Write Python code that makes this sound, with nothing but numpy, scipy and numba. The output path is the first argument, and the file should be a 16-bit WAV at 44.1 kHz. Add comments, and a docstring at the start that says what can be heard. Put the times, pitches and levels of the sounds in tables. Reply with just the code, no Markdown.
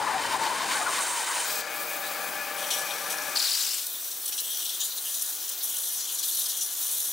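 """Gurgling and splashing come first: close by, an abrasive waterjet churns the water of a cutting bed.
The jet then drums on a steel slat, exciting its modes, and starts to bite a large clamped sea shell.
It breaks into the hollow with a squeal, the bed falls quiet, and a bright hiss sputters on as grit and
water drive the air resonances of the chambers. Underneath run the rush of machinery and a pump's whine."""
import sys
import numpy as np
from scipy import signal
from scipy.fft import rfft, irfft, next_fast_len
from scipy.io import wavfile
from scipy.ndimage import uniform_filter1d, map_coordinates
from numba import njit

SR = 44100
rng = np.random.default_rng(int(sys.argv[2]) if len(sys.argv) > 2 else 0)


def unload_audio(sound):
    """Save the sound as a 16-bit wav file, at the path given as the first command line argument."""
    columns = np.transpose(np.atleast_2d(sound))
    # keep every value between -1 and 1, then stretch to whole-number steps
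    steps = np.round(np.clip(columns, -1, 1) * 32767)
    wavfile.write(sys.argv[1], SR, steps.astype(np.int16))


N = 313992
T = np.arange(N) / SR

# Spectral envelopes of the noise sources: frequency_hz, relative_db
MACHINERY_SPECTRUM = [(25, -25), (45, -36), (100, -23), (135, -7), (200, -8.5), (290, 0.5), (500, 3),
                      (900, 3.5), (1600, 5.5), (2200, 1.5), (3000, -1), (6000, -27), (16000, -33)]
JET_SPECTRUM = [(1500, -34.5), (2700, -16), (3600, -8.5), (5000, -10.5), (7300, -8), (10200, -6.5),
                (11300, -1), (12200, -4), (14000, -4.5), (14800, -1.5), (15500, 0.5), (16000, -1.5)]
RUMBLE_SPECTRUM = [(20, -21), (45, -9), (70, -12), (120, -2.5), (200, -3.5), (300, 2.5), (480, 0.5),
                   (650, 6), (1100, -51)]
SPLASH_SPECTRUM = [(60, -49), (200, -41), (450, -4), (700, -4), (1500, 2), (2300, 0), (3300, -4),
                   (3900, -1), (5000, -3), (6000, -7), (9500, -12), (11500, -14.5), (16000, -16)]
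SPRAY_SPECTRUM = [(4000, -20.5), (6200, 4.5), (7000, 2.5), (7500, 1.5), (8800, 9), (9700, 3), (10800, -1.5),
                  (11300, -6), (12000, -13), (16000, -31)]
SLAT_SPECTRUM = [(25, -30), (88, -5.5), (115, -26), (150, -2.5), (240, -6), (310, -1), (400, -5), (520, -1),
                 (1000, 0), (1650, 0.5), (2000, -3.5), (2550, -4.5), (2850, -5.5), (8000, -10.5),
                 (16000, -16.5)]
BURST_SPECTRUM = [(1000, -34), (2900, -2), (3700, -1.5), (5200, 3), (6400, -1.5), (7200, 1.5), (9500, -1.5),
                  (16000, -9.5)]
SHELL_SPECTRUM = [(1500, -48), (2650, -14.5), (3000, -4), (3650, -2), (4100, -0.5), (4700, -3.5),
                  (5400, -5), (6600, 0), (8000, -2), (11000, -0.5), (13000, -1.5), (14500, -1), (16000, -6)]
FAN_SPECTRUM = [(2000, -20), (4000, 3), (6300, 0), (8500, 1), (11000, -24)]

# Resonances (antiresonances where the lift is negative): centre_hz, width_hz, lift_db
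MACHINERY_RESONANCES = [(252, 22, 5), (297, 20, 4), (350, 22, 6), (415, 14, 5), (508, 16, 6),
                        (598, 14, 5.5), (688, 30, 5), (800, 40, 6), (990, 45, 4.5), (1180, 70, 4.5)]
NOZZLE_RESONANCES = [(11300, 700, -5), (12130, 250, 4), (14080, 330, 5), (14920, 420, -10),
                     (15580, 330, 4.5)]
SURFACE_RESONANCES = [(1500, 110, 4.5), (2400, 92, 4), (3054, 120, 8.5), (3670, 130, 3.5)]  # the tank's surface
SPRAY_RESONANCES = [(6750, 240, 3.5), (7460, 300, 6.5), (8750, 500, 1)]
SLAT_RESONANCES = [(474, 14, 8), (566, 24, 8), (777, 20, 10), (816, 40, 8.5), (1190, 36, 10), (1306, 18, 5),
                   (1405, 18, 4.5), (1580, 20, 6.5), (1650, 34, 4), (1716, 28, 15.5), (2207, 24, 12.5),
                   (2345, 18, 9), (2468, 26, 15), (2502, 12, 8), (2545, 22, 5.5), (4690, 28, 9.5),
                   (5860, 30, 7), (6430, 34, 10)]
POCKET_RESONANCES = [(4250, 300, 2), (5790, 480, 11), (6400, 200, 2), (7850, 280, 8.5), (8400, 300, 7.5),
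                     (9170, 380, 11), (9600, 250, -3), (10200, 480, 11), (10850, 400, -3), (11900, 560, 8),
                     (13000, 900, 7.5)]  # air in the shell's outer pocket
WHORL_RESONANCES = [(4120, 160, 3), (4920, 100, 5.5), (5450, 300, -2), (5870, 460, 8.3), (6420, 260, 4),
                    (6920, 280, 6), (7750, 220, 5.5), (8400, 300, 6.5), (8780, 200, -2), (9260, 420, 11.3),
                    (9630, 250, -5.5), (10120, 540, 9.4), (11000, 300, 2), (11900, 540, 6), (12550, 460, 5),
                    (13700, 520, 4.5)]  # air in its inner whorl

# Partials of the pump's whine: pitch_hz, level_db
PUMP_PARTIALS = [(1453, -65), (1707, -66.5), (1846, -69.5), (2094, -70.5), (2471, -66.5)]
# Hiss of the free jet between nozzle and work: time_s, relative_db
JET_ENVELOPE = [(1.8, -38.5), (3.22, -45), (3.44, -38.5), (5.77, -37.5), (5.8, -41), (6.56, -39),
                (6.66, -44), (6.82, -34.5), (7.12, -47)]
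# Sheets of thrown water, and lulls between them: centre_s, splash_lift_db, spray_lift_db, half_width_s
WATER_SURGES = [(0.223, 3, -0.5, .035), (0.324, 4, 0, 0.036), (0.382, -3, -5, .016), (0.447, 5, 0, 0.036),
                (0.63, 2, -4.5, 0.07), (0.727, 6, 2.5, 0.031), (0.795, 2.5, 1, 0.02),
                (0.844, -1, -1.5, 0.018), (0.966, 5, -0.5, 0.039), (1.206, 1.5, 0, .015),
                (1.372, 1.5, -1, 0.028), (1.5, 6, 4, 0.043), (1.57, -9, -18, 0.017)]
# Large air pockets collapsing: centre_s, pitch_hz, glide_per_s, level_db, half_width_s
AIR_POCKETS = [(0.021, 880, 0.5, -30.5, 0.018), (0.066, 1000, -3, -29.5, 0.018),
               (.105, 868, -1.5, -32, 0.02), (0.158, 757, -1, -30, 0.026), (0.198, 1010, 0, -33.5, .02),
               (0.256, 950, 0, -35, .01), (.312, 1000, -1, -33, .016), (.345, 860, -4.5, -29.5, 0.03),
               (.352, 1060, 3, -30, .016), (0.422, 919, -0.5, -27, 0.023), (.466, 927, 1.5, -30, .014),
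               (.515, 977, 0, -32, 0.022), (0.566, 1080, 1, -37, .025), (.615, 1020, -3, -31.5, 0.024),
               (.65, 834, -2.5, -34, 0.017), (.71, 1062, 1.5, -34, .021), (.76, 870, -2.5, -35, 0.021),
               (0.764, 1560, -1, -33.5, 0.015), (0.811, 730, -3.5, -32, 0.015), (.826, 1203, 2, -33, .016),
               (0.876, 1354, -3.5, -30.5, 0.02), (.9, 660, 0, -38, 0.017), (.96, 1840, 0, -40, .02),
               (0.89, 1020, 0.8, -32.5, 0.038), (0.997, 1138, 1, -32.5, 0.021),
               (1.12, 950, 0.5, -37, 0.022), (1.21, 894, -1.5, -36.5, 0.038), (1.207, 2000, -1, -39, .014),
               (1.305, 1550, 1.5, -37, .022), (1.312, 1130, -1.5, -38, 0.036),
               (1.372, 980, -1.5, -37, 0.023), (1.452, 1490, -2.5, -31.5, .005)]
# Tones of the slat under the jet: pitch_hz, over_drumming_db
SLAT_PARTIALS = [(600, -13.5), (1711, -15.5), (2343, -17.5), (2466, -19)]
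# Drops spat straight off the rim: centre_s, pitch_hz, level_db, half_width_s
RIM_DROPS = [(2.71, 4300, -31, 0.0052), (3.186, 5400, -27, 0.0011), (4.325, 2920, -39, .008),
             (5.616, 3800, -38, .012), (6.009, 4640, -38, 0.011), (6.238, 4300, -32.5, .009),
             (6.462, 4900, -33.5, 0.0098)]
# Slugs of water passing through the new hole: start_s, from_hz, to_hz, level_db, length_s
WATER_SLUGS = [(3.356, 5200, 4200, -27, 0.0083), (3.369, 5200, 3900, -22.5, 0.0079),
               (3.386, 7360, 6800, -30, .008), (3.394, 5600, 3570, -25.5, 0.015),
               (3.413, 4900, 5100, -28, 0.018), (3.439, 5200, 4200, -25.5, 0.023),
               (3.462, 5200, 3550, -28.5, 0.027), (3.489, 5000, 4900, -34, 0.013),
               (3.512, 5000, 4170, -27, 0.017), (3.533, 4540, 5000, -29.5, 0.031),
               (3.571, 4950, 4800, -34, .008), (3.595, 4600, 3350, -34, 0.024),
               (3.622, 7300, 6300, -31, 0.0098), (3.631, 5100, 4850, -30, .009),
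               (3.646, 5700, 5550, -32, 0.0092), (3.668, 4900, 4250, -35, 0.035),
               (3.707, 5900, 5300, -35, 0.014), (3.739, 8100, 7300, -31, .007)]
# Resonance of the cut slot, higher where the jet crosses a ridge: time_s, pitch_hz
SLOT_PITCH = [(2.72, 3200), (2.92, 3380), (3.9, 3770), (4.2, 3600), (4.33, 3030), (4.55, 3300),
              (4.78, 3400), (4.83, 3960), (5.0, 4020), (5.055, 2880), (5.17, 3800), (5.5, 3260),
              (5.63, 3580), (5.76, 3180), (5.85, 3520), (6.09, 3250), (6.24, 3600), (6.37, 3980),
              (6.56, 3400), (7.1, 3620)]
# Toots of the slot: centre_s, over_hiss_db, half_width_s
SLOT_TOOTS = [(2.584, -2, 0.025), (2.644, 1.5, .018), (2.724, -6, 0.038), (2.911, 1.5, 0.017),
              (3.944, -4, .05), (4.496, -6.5, 0.091), (4.674, -7, 0.17), (4.825, -3, 0.029),
              (4.917, -5, 0.022), (4.988, -3, 0.017), (5.067, -6.5, .03), (5.753, -8.5, .04),
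              (6.094, -5, 0.02), (6.374, -14.5, 0.17), (6.553, -12, .03)]
# The hollow rings as the jet passes an opening: centre_s, pitch_hz, over_hiss_db, half_width_s
OPENING_RINGS = [(2.75, 5870, -12.5, 0.27), (4.56, 5820, -11.5, 0.15), (4.835, 7140, -4, 0.03),
                 (6.004, 5880, -6.5, 0.1), (6.14, 7100, -8, 0.018), (6.634, 5900, -4, .04)]
# Steady cut inside the shell: time_s, hollows_relative_db, treble_over_hollows_db
CUT_ENVELOPE = [(3.9, -39.5, -2), (4.05, -36.5, -1), (4.2, -39, -3), (4.45, -36, 3), (4.7, -31.5, -2),
                (4.92, -33, -11), (5.02, -36.5, -2), (5.12, -33, 2), (5.3, -35, 2), (5.42, -33.5, -9),
                (5.59, -33, -21), (5.66, -36.5, 6), (6.0, -34.5, 4), (6.06, -31, -6), (6.4, -32.5, 5.5),
                (6.55, -31, -3.5), (6.72, -35.0, 3), (6.95, -34.5, 6.5)]
# The cut falters in a gap of the shell: centre_s, dip_db, half_width_s
CUT_DIPS = [(3.384, -3, .006), (3.526, -6, .005), (3.566, -1, 0.0045), (3.965, -2, .03), (4.305, -3, 0.013),
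            (4.36, -2, .012), (4.427, -2, 0.015), (4.793, -2, 0.014), (5.58, -3, 0.028),
            (6.763, -1.5, .025)]
# The jet catches an edge: start_s, level_db, length_s, brightness_db
EDGE_SPURTS = [(2.7, -26.5, 0.051, -11), (2.736, -32.5, .09, -6), (3.099, -31, 0.043, 0),
               (3.827, -31, .008, -12), (3.862, -29, 0.012, 1), (4.109, -32.5, 0.022, -15),
               (4.253, -29, 0.017, 1), (4.274, -29.5, 0.028, 0), (4.318, -32, 0.036, -7),
               (4.375, -28.5, 0.03, -20), (4.396, -28, 0.016, 3), (4.65, -30.5, 0.017, -26),
               (4.688, -32, .014, -4), (4.799, -27.5, 0.025, -10), (4.822, -34, 0.063, 3),
               (4.969, -33.5, .022, -4), (5.049, -34, .02, 13), (5.137, -31, .02, -2),
               (5.218, -28.5, .012, 9), (5.279, -32, .005, 0), (5.488, -31.5, 0.017, 1),
               (5.512, -35, .018, 6), (5.625, -30, 0.035, 19), (5.868, -30, .011, 1), (6.12, -31, .012, 4),
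               (6.142, -30, 0.014, 12), (6.182, -29.5, 0.019, 1), (6.225, -29.5, 0.034, 1),
               (6.272, -31.5, 0.031, 7), (6.32, -38, 0.045, 9), (6.484, -29, 0.025, 8),
               (6.565, -29.5, 0.014, 9), (6.605, -30, 0.039, -1), (6.918, -36, 0.038, 19)]

# The jet meets the slat, leaves the open water, bites the shell and breaks into the hollow.
SLAT_S, DRY_S, BITE_S, BREAK_S = 1.454, 1.618, 2.57, 3.355


def undb(db):
    """Amplitude ratio for a level in decibels."""
    return 10 ** (np.asarray(db) / 20)


def unit(x):
    """Normalisation to an rms of 1."""
    return x / np.sqrt(np.mean(x ** 2))


def curves(table):
    """Linear interpolation of a timed table's columns at every sample."""
    times, *columns = np.transpose(table)
    return [np.interp(T, times, column) for column in columns]


def since(at):
    """Seconds elapsed after a moment, zero before it."""
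    return np.maximum(T - at, 0)


def fade(at, length):
    """Linear ramp from 0 to 1, centred on a moment."""
    return np.clip((T - at) / length + .5, 0, 1)


def swell(at, half_width):
    """Gaussian envelope, down to 1/e at half_width from its centre."""
    return np.exp(-np.minimum(((T - at) / half_width) ** 2, 50))


def walk(rate_hz):
    """Random modulation: noise of rms 1, low-passed at rate_hz."""
    spectrum = rfft(rng.standard_normal(size=4096))
    f = np.arange(len(spectrum)) * SR / N
    slow = unit(irfft(spectrum / (1 + (f / rate_hz) ** 4)))
    return np.interp(T, np.linspace(0, T[-1], len(slow)), slow)


def colour(x, spectrum, modes=()):
    """Source and filter: a body imposes its spectral envelope and resonances on the excitation x."""
    size = next_fast_len(N, True)
    f = np.arange(size // 2 + 1) * SR / size + 1
    hz, db = np.transpose(spectrum)
    db = np.interp(np.log(f), np.log(hz), db)
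    for centre, width, lift_db in modes:
        db = db + lift_db / (1 + (2 * (f - centre) / width) ** 2)
    return unit(irfft(rfft(x, size) * undb(db), size)[:N])


@njit
def resonator(x, hz, width_hz):
    """A damped oscillator with moving tuning; returns its band-pass and high-pass responses."""
    band, high = np.empty(len(x)), np.empty(len(x))
    band_state, low_state = 0., 0.
    for i in range(len(x)):
        g = np.tan(np.pi * min(hz[i] / SR, .45))
        damping = width_hz[i] / hz[i]
        velocity = (band_state + g * (x[i] - low_state)) / (1 + g * (g + damping))
        low = low_state + g * velocity
        band_state, low_state = 2 * velocity - band_state, 2 * low - low_state
        band[i] = damping * velocity
        high[i] = x[i] - band[i] - low
    return band, high


def bandpass(x, hz, width):
    """Two resonators in cascade select a band; width is a share of the pitch."""
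    once, _ = resonator(x, hz, width * hz)
    twice, _ = resonator(once, hz, width * hz)
    return unit(twice)


def drift(x, share):
    """Resampling moves all frequencies up or down by the same share."""
    return map_coordinates(x, [np.arange(N) + np.cumsum(share)], order=5, mode="mirror")


def shimmer(x, depth_db, rate_hz):
    """Swinging spray modulates the spectrum: each band swells and fades independently."""
    spectrum = rfft(x)
    f = np.arange(len(spectrum)) * SR / N
    step_hz = 1400
    bands = (irfft(spectrum * np.maximum(1 - abs(f / step_hz - k), 0), N) for k in range(13))
    return unit(sum(band * undb(depth_db * walk(rate_hz)) for band in bands))


def droplets(per_s, spread_db, mist_db):
    """Shot noise: random impacts of uneven size, in a mist too dense to resolve."""
    hits = rng.random(N) < per_s / SR
    sizes = undb(spread_db * np.minimum(rng.exponential(size=N), 5))
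    impacts = unit(hits * sizes * rng.choice([-1, 1], N))
    return unit(impacts + undb(mist_db) * rng.standard_normal(N))


def tone(hz, db, waver, waver_db):
    """A sinusoid modulated at random in level, and in pitch by the share waver."""
    level = undb(db + waver_db * np.tanh(walk(14)))
    phase = 2 * np.pi * np.cumsum(hz * (1 + waver * walk(29.4))) / SR
    return level * np.sqrt(2) * np.sin(phase)


def whistle(hz, width, wobble, wobble_hz, throb_db, throb_hz):
    """Turbulence drives an unsteady cavity: pitch wobbles, level throbs, and the flow limits the swing."""
    hz = hz * np.exp(wobble * walk(wobble_hz))
    ring = bandpass(rng.standard_normal(N), hz, width)
    limited = ring / np.sqrt(1 + .5 * uniform_filter1d(ring ** 2, size=90))
    return unit(limited * undb(throb_db * np.tanh(walk(throb_hz))))


def place(x, pan_db):
    """A level difference between the channels sets a source left (+) or right."""
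    gains = undb(np.array([[pan_db], [-pan_db]]) / 2)
    return x * gains / gains.mean()


def widen(mid, side, side_db):
    """An extended cloud of spray is only partly coherent at the two microphones."""
    return mid + undb(side_db) * side * np.array([[1], [-1]])


def echoes(x, t60_s):
    """Dense reflections form an exponential tail, separate in each channel and strongest in the treble."""
    age = T[:SR // 8]
    tail = rng.standard_normal((2, len(age))) * undb(-60 * age / t60_s) * (age > .002)
    tail /= np.sqrt(np.sum(tail ** 2, axis=1, keepdims=True))
    tail -= .6 * signal.sosfiltfilt(signal.butter(2, 7500, fs=SR, output="sos"), tail)
    return signal.oaconvolve(x, tail, axes=1)[:, :N]


def reflections(x, t60_s, wet_db):
    """Reflection off the wet bed and the gantry, along paths that change as the spray swings about."""
    swing = 2 * np.pi * (1.187 * T + .24 * walk(7.8))
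    return undb(wet_db) * (np.cos(swing) * echoes(x, t60_s) + np.sin(swing) * echoes(x, t60_s))


def workshop():
    """Machinery radiates a continuous spectrum; the pump adds a wavering line spectrum."""
    rush = colour(rng.standard_normal(N), MACHINERY_SPECTRUM, MACHINERY_RESONANCES)
    rush *= undb(-52 + .5 * walk(21))
    whine = sum(tone(hz, db, waver=.0064, waver_db=6.5) for hz, db in PUMP_PARTIALS)
    return place(rush + whine, 5.8)


def free_jet():
    """Turbulent shear between the supersonic stream and the air radiates a smooth, very high hiss."""
    envelope_db, = curves(JET_ENVELOPE)
    veil_db = -10.5 * (1 - fade(SLAT_S, .03))  # spray screens the jet at first
    fan_db = 1.5 * (1 - fade(DRY_S, .02))  # it fans out over the water
    db = envelope_db + 4.5 + veil_db + fan_db
    choke = fade(DRY_S, .013) * np.clip(1 - since(DRY_S + .04) / .14, 0, 1)  # on leaving the water
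    core, mist = (colour(droplets(6300, spread_db=5.5, mist_db=6.5), JET_SPECTRUM, NOZZLE_RESONANCES)
                  for _ in range(2))
    core = drift(core, -.016 * fade(BITE_S, .65))  # resonances sink as the shell shortens the stream
    hiss = widen(place(core, 1.5), mist, side_db=-28)
    return hiss * undb(db + walk(38)) * fade(.78, .61) * (1 - .86 * choke)


def open_water():
    """Drop impacts and stirred water make broadband noise; shallows give more spray and less rumble."""
    shallow_s = 1.07
    shallow = np.minimum(T / shallow_s, 1)
    splash_lift_db, spray_lift_db = sum(np.outer(lifts_db, swell(at, half_width))
                                        for at, *lifts_db, half_width in WATER_SURGES)
    slosh_db = .67 * walk(25)  # sheets of water cross the jet
    splash = colour(droplets(1400, spread_db=1.5, mist_db=3.5), SPLASH_SPECTRUM, SURFACE_RESONANCES)
    splash *= undb(-36.5 + 3 * shallow + splash_lift_db + slosh_db)
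    core, mist = (colour(droplets(2700, spread_db=0, mist_db=-11), SPRAY_SPECTRUM, SPRAY_RESONANCES)
                  for _ in range(2))
    spray = widen(place(core, -1.4), mist, side_db=-30)
    spray *= undb(-43.5 + 10 * shallow + spray_lift_db + walk(30))
    cutoff_hz = 20 + 95 * fade(.66, .72)  # the cavity gets shallower towards the slat
    _, rumble = resonator(colour(rng.standard_normal(N), RUMBLE_SPECTRUM), cutoff_hz, 3 * cutoff_hz)
    rumble *= undb(-42 - 6.5 * fade(shallow_s, .27))
    plunge = 1 - .71 * fade(SLAT_S, .014)  # the slat takes over part of the jet
    return (place(rumble, 7) + place(splash, 2) + spray) * plunge * (1 - fade(DRY_S, .019))


def gurgle():
    """Bubble resonance: the jet's air cavity rises in pitch as it shrinks, and sheds gliding pockets."""
    hz = (895 + 81 * np.minimum(T / .33, 1)) * np.exp(.071 * walk(9.4))
    cavity = whistle(hz, width=.34, wobble=.029, wobble_hz=25, throb_db=3, throb_hz=80)
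    overtone = whistle(1.73 * hz, width=.42, wobble=.06, wobble_hz=19, throb_db=-4, throb_hz=42)
    pockets = 0
    for at, pitch_hz, glide, level_db, half_width in AIR_POCKETS:
        sweep_hz = pitch_hz * np.exp(glide * np.clip(T - at, -.1, .1)) * (1 + .052 * walk(140))
        envelope = undb(level_db + 3.5 * np.tanh(walk(90))) * swell(at, half_width)
        pockets += np.sqrt(2) * np.sin(2 * np.pi * np.cumsum(sweep_hz) / SR) * envelope
    level = undb(-33 - 5 * T) * (1 - fade(SLAT_S, .006))
    return place((cavity + undb(-4.5) * overtone) * level + pockets, 6.5)


def slat():
    """Impacts force a steel slat's modes; as the shell blocks the jet, ringing and lows fade first."""
    end_s = 3.84
    strike_db = .5 * np.exp(-since(SLAT_S) / .052)
    db = -34.5 + strike_db - 5 * since(BREAK_S)
    impacts = droplets(3700, spread_db=3.5, mist_db=4)
    tones = sum(tone(hz, tone_db, waver=.00391, waver_db=.5) for hz, tone_db in SLAT_PARTIALS)
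    ringing = colour(impacts, SLAT_SPECTRUM, SLAT_RESONANCES) + tones
    blocked = fade(3.44, .2)
    steel = (1 - blocked) * ringing + blocked * colour(impacts, SLAT_SPECTRUM)
    cutoff_hz = 89 + 4300 * (since(BREAK_S) - since(end_s))
    _, steel = resonator(steel, cutoff_hz, 3.26 * cutoff_hz)
    gate = fade(SLAT_S, .006) * (1 - fade(end_s, .086))
    return place(steel * undb(db + .5 * walk(36)) * gate, 5.8)


def graze():
    """Deflection at the shell's rim: the jet fans out in a hiss, and later whistles one rising chirp."""
    chirp_s, half_width_s = 2.055, .045
    fan = colour(droplets(4400, spread_db=2.5, mist_db=3), FAN_SPECTRUM)
    fan *= undb(-37.5) * fade(SLAT_S, .018) * (1 - fade(DRY_S, .022))
    hz = 3540 + 600 * fade(chirp_s, 2 * half_width_s)
    chirp = whistle(hz, width=.15, wobble=.016, wobble_hz=33, throb_db=1, throb_hz=40)
    chirp *= undb(-43.5) * swell(chirp_s, half_width_s)
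    return place(fan + chirp, 6.4)


def spits():
    """Atomisation: single drops torn apart by the jet give short, dry rasps of band-limited noise."""
    mist = droplets(6000, spread_db=2.5, mist_db=3)
    rasps = 0
    for at, pitch_hz, level_db, half_width in RIM_DROPS:
        rasp = bandpass(mist, np.full(N, float(pitch_hz)), width=.52)
        rasps += rasp * undb(level_db) * swell(at, half_width)
    return place(rasps, 4.4)


def gap_dips_db():
    """Amplitude modulation: the level dips where the cut falters in a gap."""
    return sum(dip_db * swell(at, half_width) for at, dip_db, half_width in CUT_DIPS)


def slugs():
    """Orifice whistling: each slug of water briefly narrows the new hole and sounds one rough glide."""
    hz = np.full(N, float(WATER_SLUGS[0][1]))
    level = 0
    for start, from_hz, to_hz, level_db, length in WATER_SLUGS:
        glide_hz = from_hz + (to_hz - from_hz) * np.minimum(since(start) / length, 1)
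        hz = np.where(T >= start, glide_hz, hz)
        level += undb(level_db) * fade(start + .0012, .0055) * (1 - fade(start + length, .0065))
    return whistle(hz, width=.17, wobble=.05, wobble_hz=300, throb_db=2, throb_hz=300) * level


def breakthrough():
    """Flow across the new opening excites a squeal that rises as the hole widens, then yields to spray."""
    widen_s, hold_s, fall_db_per_s = .28, .22, 27
    hz = 4350 + 550 * np.minimum(since(BREAK_S) / widen_s, 1) ** 2
    db = -28 - fall_db_per_s * since(BREAK_S + hold_s) + gap_dips_db()
    squeal = whistle(hz, width=.3, wobble=.07, wobble_hz=70, throb_db=2.5, throb_hz=70)
    squeal *= undb(-6.5 - 6 * fade(3.6, .2))
    spray = colour(droplets(6000, spread_db=2.5, mist_db=2), BURST_SPECTRUM)
    spray *= undb(-3 + 3.2 * fade(3.64, .36) + 2.9 * np.tanh(walk(90)))
    gate = fade(BREAK_S, .0052) * (1 - fade(3.845, .038))
    return place((squeal + spray) * undb(db) * gate + slugs(), 4.9)


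def chamber_hiss(brightness_db):
    """Grit and water excite the air modes of the shell's hollows; thin walls give a brighter hiss."""
    grit = droplets(6000, spread_db=3.3, mist_db=3)
    pocket = colour(grit, SHELL_SPECTRUM, POCKET_RESONANCES)
    whorl = colour(grit, SHELL_SPECTRUM, WHORL_RESONANCES)
    in_whorl = fade(4.76, .1)
    hiss = (1 - in_whorl) * pocket + in_whorl * whorl
    hiss = shimmer(drift(hiss, .006 * walk(9)), depth_db=1.2, rate_hz=14)
    low = signal.sosfiltfilt(signal.butter(2, 7600, fs=SR, output="sos"), hiss)
    tilt = undb((brightness_db + 2.2 * walk(35)) / 2)
    tilted = place(low / tilt, 5.4) + place((hiss - low) * tilt, .68)
    return tilted / np.sqrt((tilt ** 2 + tilt ** -2) / 2)


def slot_whistle():
    """Flow across the slot drives a resonance, as at a bottle mouth: a soft whistle with louder toots."""
    cutoff_hz = 2670  # the slot radiates almost nothing below this
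    hz, = curves(SLOT_PITCH)
    toot_power = sum((undb(db) * swell(at, half_width)) ** 2 for at, db, half_width in SLOT_TOOTS)
    mouth = whistle(hz, width=.25, wobble=.03, wobble_hz=25, throb_db=2.5, throb_hz=45)
    mouth = signal.sosfilt(signal.butter(10, cutoff_hz, "high", fs=SR, output="sos"), mouth)
    return mouth * np.sqrt(undb(-14) ** 2 + toot_power)


def hollow_ring():
    """Cavity resonance: the hollow rings faintly, swelling and changing pitch at each opening."""
    rings = [(5750, undb(-14) ** 2)]  # between openings: pitch_hz, power
    rings += [(hz, (undb(db) * swell(at, half_width)) ** 2) for at, hz, db, half_width in OPENING_RINGS]
    total_power = sum(power for _, power in rings)
    mean_hz = sum(hz * power for hz, power in rings) / total_power
    ring = whistle(mean_hz, width=.097, wobble=.0061, wobble_hz=34, throb_db=3, throb_hz=34)
    return ring * np.sqrt(total_power)


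def shell_cut():
    """Erosion of the rim, then the inside: the fluttering cut and the spurts at edges add in power."""
    rim_db, rim_brightness_db = -38, -4
    hollows_db, treble_db = curves(CUT_ENVELOPE)
    inside = fade(BREAK_S, .11)
    cut_db = hollows_db + 10 * np.log10(1 + undb(treble_db) ** 2) - 4 + gap_dips_db()
    power = undb((1 - inside) * rim_db + inside * cut_db + 1.35 * walk(87)) ** 2
    weighted_brightness = power * ((1 - inside) * rim_brightness_db + inside * (treble_db - 2.5))
    for start, level_db, length, brightness_db in EDGE_SPURTS:
        span = slice(int(start * SR), int((start + 3 * length) * SR))
        age = np.maximum(T[span] - start, 0)
        attack = np.minimum(age / min(.006, length / 2), 1)
        spurt_power = (undb(level_db) * attack * np.exp(-(age / length) ** 4)) ** 2
        power[span] += spurt_power
        weighted_brightness[span] += spurt_power * brightness_db
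    chambers = chamber_hiss(weighted_brightness / power) + place(slot_whistle() + hollow_ring(), 4.9)
    return chambers * np.sqrt(power) * fade(BITE_S, .023)


def scene():
    """Superposition of all sources and their reflections."""
    bed = gurgle() + open_water() + slat()
    direct = bed + free_jet() + graze() + shell_cut() + spits() + breakthrough() + workshop()
    return direct + reflections(direct, t60_s=.04, wet_db=-6)


def record(dry):
    """Filtering at the receiver: the microphone port's narrow notch, then a steep low-pass."""
    notch_hz, notch_depth, cutoff_hz = 11210, .55, 15730
    notched = signal.lfilter(*signal.iirnotch(notch_hz, Q=55, fs=SR), dry)
    heard = dry + notch_depth * (notched - dry)
    return signal.sosfilt(signal.ellip(12, .1, 80, cutoff_hz, fs=SR, output="sos"), heard)


dry = scene()
out = record(dry)
unload_audio(out)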